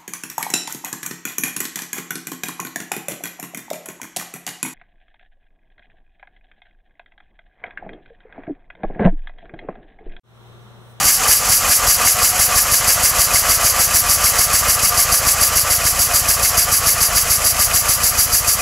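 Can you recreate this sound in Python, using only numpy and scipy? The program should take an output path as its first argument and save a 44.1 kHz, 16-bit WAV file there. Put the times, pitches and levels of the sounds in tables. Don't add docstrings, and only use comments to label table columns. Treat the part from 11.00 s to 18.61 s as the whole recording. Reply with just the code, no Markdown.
import sys
import numpy as np
from scipy import signal
from scipy.fft import irfft
from scipy.io import wavfile

SR = 44100
rng = np.random.default_rng(int(sys.argv[2]) if len(sys.argv) > 2 else 0)


def generate_wav(sig):
    pcm = np.round(np.clip(np.atleast_2d(sig).T, -1, 1) * 32767).astype(np.int16)
    wavfile.write(sys.argv[1], SR, pcm)


N = 335601
TIME_S = np.arange(N) / SR
FREQ_HZ = np.maximum(np.fft.rfftfreq(N, 1 / SR), 1)

# crank angle in turns, relative level in dB.
EXHAUST_FLOW_DB = [(0, -1), (.1, -4), (.22, -7.5), (.42, -7), (.52, -4), (.62, -0.74), (.78, -0.5),
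                   (.92, 0.5)]
LEAK_FLOW_DB = [(0, -1), (.15, 5.5), (.3, -1), (.48, -0.5), (.62, 0), (.76, 2)]
JET_FLOW_DB = [(0, -0.6), (.04, -1), (.09, 1.3), (.2, -1.5), (.35, 0.5), (.45, -4.5), (.57, -14.5),
               (.7, -17.5), (.89, -11.5), (.95, -2.5)]
# frequency in Hz, relative spectral density in dB.
EXHAUST_SPECTRUM = [(150, -8.5), (360, -18), (470, -2), (640, 1.5), (860, -2.5), (1200, 1.5), (1550, -2),
                    (2050, -1), (2350, -9), (3000, -6.5), (3600, -12.5), (15000, -27)]
LEAK_SPECTRUM = [(700, -9), (1700, -3), (2900, -1.5), (3600, -9), (4700, 0.5), (6500, 4), (7700, 3.5),
                 (8700, -2), (10000, -1), (11500, -0.5), (13500, -5.5), (15700, -13)]
RUMBLE_SPECTRUM = [(15, -18), (40, 3), (100, -6), (160, -6.5), (260, -9), (360, -20.5), (1000, -30),
                   (15000, -65)]
JET_SPECTRUM = [(2500, -47), (3800, -14.5), (4250, -13), (4600, -2), (5200, -1), (6000, -1.5), (8200, -7),
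                (8550, -15.5), (9600, -1), (11400, 0.5), (12650, -2.5), (12980, -13), (14600, -10.5),
                (15700, -9)]
# centre in Hz, width in Hz, lift in dB.
HOSE_RESONANCES = [(460, 41, 0.67), (607, 20, 3.9), (711, 46, 7.8), (1095, 56, 2.4), (1190, 52, 7.9),
                   (1314, 29, 6.4)]
JET_RESONANCES = [(4866, 320, 5), (5120, 158, -15), (5790, 220, 2.5), (6660, 190, 4), (6960, 85, -11),
                  (7020, 90, 9), (7670, 110, 9), (8030, 57, 8), (9790, 140, 6.5), (9870, 70, -5),
                  (10200, 80, 0.5), (10300, 190, 7.5), (10560, 190, -5), (11350, 150, 5), (12710, 130, 7.5),
                  (13800, 100, 7), (14460, 150, 4), (15100, 200, 4)]
# onset in turns, decay in turns, centre in Hz, width in Hz, gain in dB.
VALVE_RASPS = [(.05, 0.13, 2124, 171, -24.5), (.05, .15, 1700, 130, -27), (.06, 0.089, 2700, 700, -30.5),
               (.73, 0.15, 2500, 160, -31), (0.732, 0.076, 2980, 70, -32), (.725, 0.061, 11000, 2000, -21)]
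# crank angle in turns, half length in seconds,
# peak at full speed in dB, exponent of growth with speed.
PISTON_JOLTS = [(.003, 0.0033, -19.5, .3), (0.265, 0.0035, -33, 2.5), (0.508, 0.0027, -20.5, 2.7),
                (0.752, .0036, -23.5, 3.2), (.88, .0048, -43, 3)]
# delay in seconds, gain in dB.
GARAGE_ECHOES = [(.058, -30.5), (.112, -25)]


def from_db(db):
    return 10 ** (np.asarray(db) / 20)


def shaped_noise(gain):
    bins = rng.standard_normal(len(FREQ_HZ)) + 1j * rng.standard_normal(len(FREQ_HZ))
    noise = irfft(gain * bins, N)
    return noise / np.sqrt(np.mean(noise ** 2) + 1e-20)


def turbulence(spectrum, resonances=()):
    hz, db = np.transpose(spectrum)
    level_db = np.interp(np.log(FREQ_HZ), np.log(hz), db)
    for centre_hz, width_hz, lift_db in resonances:
        level_db += lift_db / (1 + (2 * (FREQ_HZ - centre_hz) / width_hz) ** 2)
    low_cut = 1 / np.sqrt(1 + (hz[0] / 2 / FREQ_HZ) ** 4)
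    return shaped_noise(from_db(level_db) * low_cut)


def drift(rate_hz):
    return shaped_noise(1 / (1 + (FREQ_HZ / rate_hz) ** 2))


def butter(order, edges_hz, kind="low"):
    return signal.butter(order, edges_hz, kind, fs=SR, output="sos")


def port_db(flow, turns):
    angles, db = np.transpose(flow)
    return np.interp(turns, angles, db, period=1)


def each_turn(turns):
    whole_turns = np.arange(np.floor(turns[0]), turns[-1] + 1)
    return np.interp(turns, whole_turns, rng.standard_normal(len(whole_turns)))


def crank(start_hz=3.813, target_hz=6.921, run_up_s=1.102, sag_from_s=5.346, sag_hz_per_s=0.0646,
          dead_centre_s=0.0586):
    speed_hz = target_hz - (target_hz - start_hz) * np.exp(-TIME_S / run_up_s)
    speed_hz -= sag_hz_per_s * np.maximum(TIME_S - sag_from_s, 0)
    turns = np.cumsum(speed_hz) / SR
    return turns - np.interp(dead_centre_s, TIME_S, turns), speed_hz


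def exhaust(turns, slowness, drive_db, gain_db=-1.66, chain_teeth=15, flutter_db=1.0):
    chuff = turbulence(EXHAUST_SPECTRUM, HOSE_RESONANCES)
    note = signal.sosfiltfilt(butter(4, [620, 830], "band"), chuff)
    pitch_ratio = 1 + 0.17 * slowness
    sinking_note = np.interp(np.cumsum(pitch_ratio), np.arange(N), note, period=N)
    chuff = chuff - note + sinking_note
    lows = signal.sosfiltfilt(butter(2, 950), chuff)
    flutter = np.cos(2 * np.pi * (chain_teeth * turns - 0.1))
    chuff = chuff - lows + lows * from_db(flutter_db * flutter)
    flow_db = port_db(EXHAUST_FLOW_DB, turns) * (1 + 2.3 * slowness)
    sputter_db = 0.5 * drift(180) + 0.64 * drift(11)
    return chuff * from_db(drive_db + gain_db + flow_db + sputter_db)


def leak(turns, slowness, drive_db, gain_db=-3.0, sputter_db=1.2):
    flow_db = port_db(LEAK_FLOW_DB, turns) * (1 + 1.9 * slowness)
    return turbulence(LEAK_SPECTRUM) * from_db(drive_db + gain_db + flow_db + sputter_db * drift(110))


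def valve_gear(turns, drive_db, attack_turns=0.025, grit_db=1.2):
    rasps = 0
    for onset_turns, decay_turns, centre_hz, width_hz, gain_db in VALVE_RASPS:
        age_turns = (turns - onset_turns) % 1
        envelope = np.minimum(age_turns / attack_turns, 1) * np.exp(-age_turns / decay_turns)
        ringing = shaped_noise(1 / (1 + (2 * (FREQ_HZ - centre_hz) / width_hz) ** 2))
        rasps += from_db(gain_db) * envelope * ringing
    load_db = drive_db - np.mean(drive_db)
    return rasps * from_db(load_db + grit_db * drift(200))


def clink(turns, speed_hz, onset_turns=0.735, ring_hz=2493, decay_s=0.02, level_db=-24, uneven_db=1.5):
    age_s = (turns - onset_turns) % 1 / speed_hz
    ring = np.sin(2 * np.pi * ring_hz * age_s) * np.exp(-age_s / decay_s)
    return ring * from_db(level_db + uneven_db * drift(4.3))


def rumble(turns, slowness, level_db=-37.5, swing_db=2.0, loudest_turns=0.88):
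    opening = np.cos(2 * np.pi * (turns - loudest_turns))
    labour_db = 9 * slowness * (1 + opening) / 2
    return turbulence(RUMBLE_SPECTRUM) * from_db(level_db + swing_db * opening + labour_db)


def piston_thumps(turns, speed_hz, knock_db=-21.5, knock_s=0.0009, knock_lead_s=0.0018, uneven_db=0.1):
    def offset_s(at_turns):
        return ((turns - at_turns + 0.5) % 1 - 0.5) / speed_hz

    thumps = 0
    for at_turns, half_length_s, peak_db, exponent in PISTON_JOLTS:
        u = offset_s(at_turns) / half_length_s
        peak = from_db(peak_db) * (speed_hz / speed_hz.max()) ** exponent
        thumps += peak * (1 - u ** 2) * np.exp(-u ** 2 / 2)
    u = (offset_s(0) + knock_lead_s) / knock_s
    knock = from_db(knock_db) * u * np.exp(-u ** 2 / 2)
    return (thumps + knock) * from_db(uneven_db * drift(11))


def steam_jet(turns, drive_db, thinning_db=2.5):
    hiss = turbulence(JET_SPECTRUM, JET_RESONANCES)
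    lows = signal.sosfiltfilt(butter(2, 8700), hiss)
    emptying = np.sin(2 * np.pi * (turns - 0.15))
    hiss = hiss - lows + lows * from_db(-thinning_db * emptying)
    sputter_db = 0.96 * drift(260) + 0.5 * drift(25)
    return hiss * from_db(drive_db + port_db(JET_FLOW_DB, turns) + sputter_db)


def yard(direct, scatter_db=-15, scatter_decay_s=0.014):
    lag_s = TIME_S[:SR // 20]
    paths = rng.standard_normal(len(lag_s)) * np.exp(-lag_s / scatter_decay_s)
    treble = signal.sosfilt(butter(2, 900, "high"), direct)
    scattered = signal.fftconvolve(treble, paths / np.linalg.norm(paths))[:N]
    dull = signal.sosfilt(butter(2, [300, 7000], "band"), direct)
    echoes = sum(from_db(gain_db) * np.interp(TIME_S - delay_s, TIME_S, dull, left=0)
                 for delay_s, gain_db in GARAGE_ECHOES)
    return direct + from_db(scatter_db) * scattered + echoes


def scene(jet_fall_db_per_s=0.09, exhaust_fall_db_per_s=0.62):
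    turns, speed_hz = crank()
    slowness = 1 - speed_hz / speed_hz.max()
    jet_drive_db = -12.5 - jet_fall_db_per_s * TIME_S + 0.35 * each_turn(turns)
    exhaust_drive_db = -17.5 - exhaust_fall_db_per_s * TIME_S - 3 * slowness + 0.48 * each_turn(turns)
    engine = (steam_jet(turns, jet_drive_db)
              + exhaust(turns, slowness, exhaust_drive_db)
              + leak(turns, slowness, exhaust_drive_db)
              + valve_gear(turns, exhaust_drive_db)
              + clink(turns, speed_hz)
              + piston_thumps(turns, speed_hz)
              + rumble(turns, slowness))
    return np.tile(yard(engine), (2, 1))


def record(dry, ceiling=2.0, cutoff_hz=15650):
    low_pass = signal.ellip(12, 0.1, 80, cutoff_hz, fs=SR, output="sos")
    return signal.sosfilt(low_pass, ceiling * np.tanh(dry / ceiling))


dry = scene()
out = record(dry)
generate_wav(out)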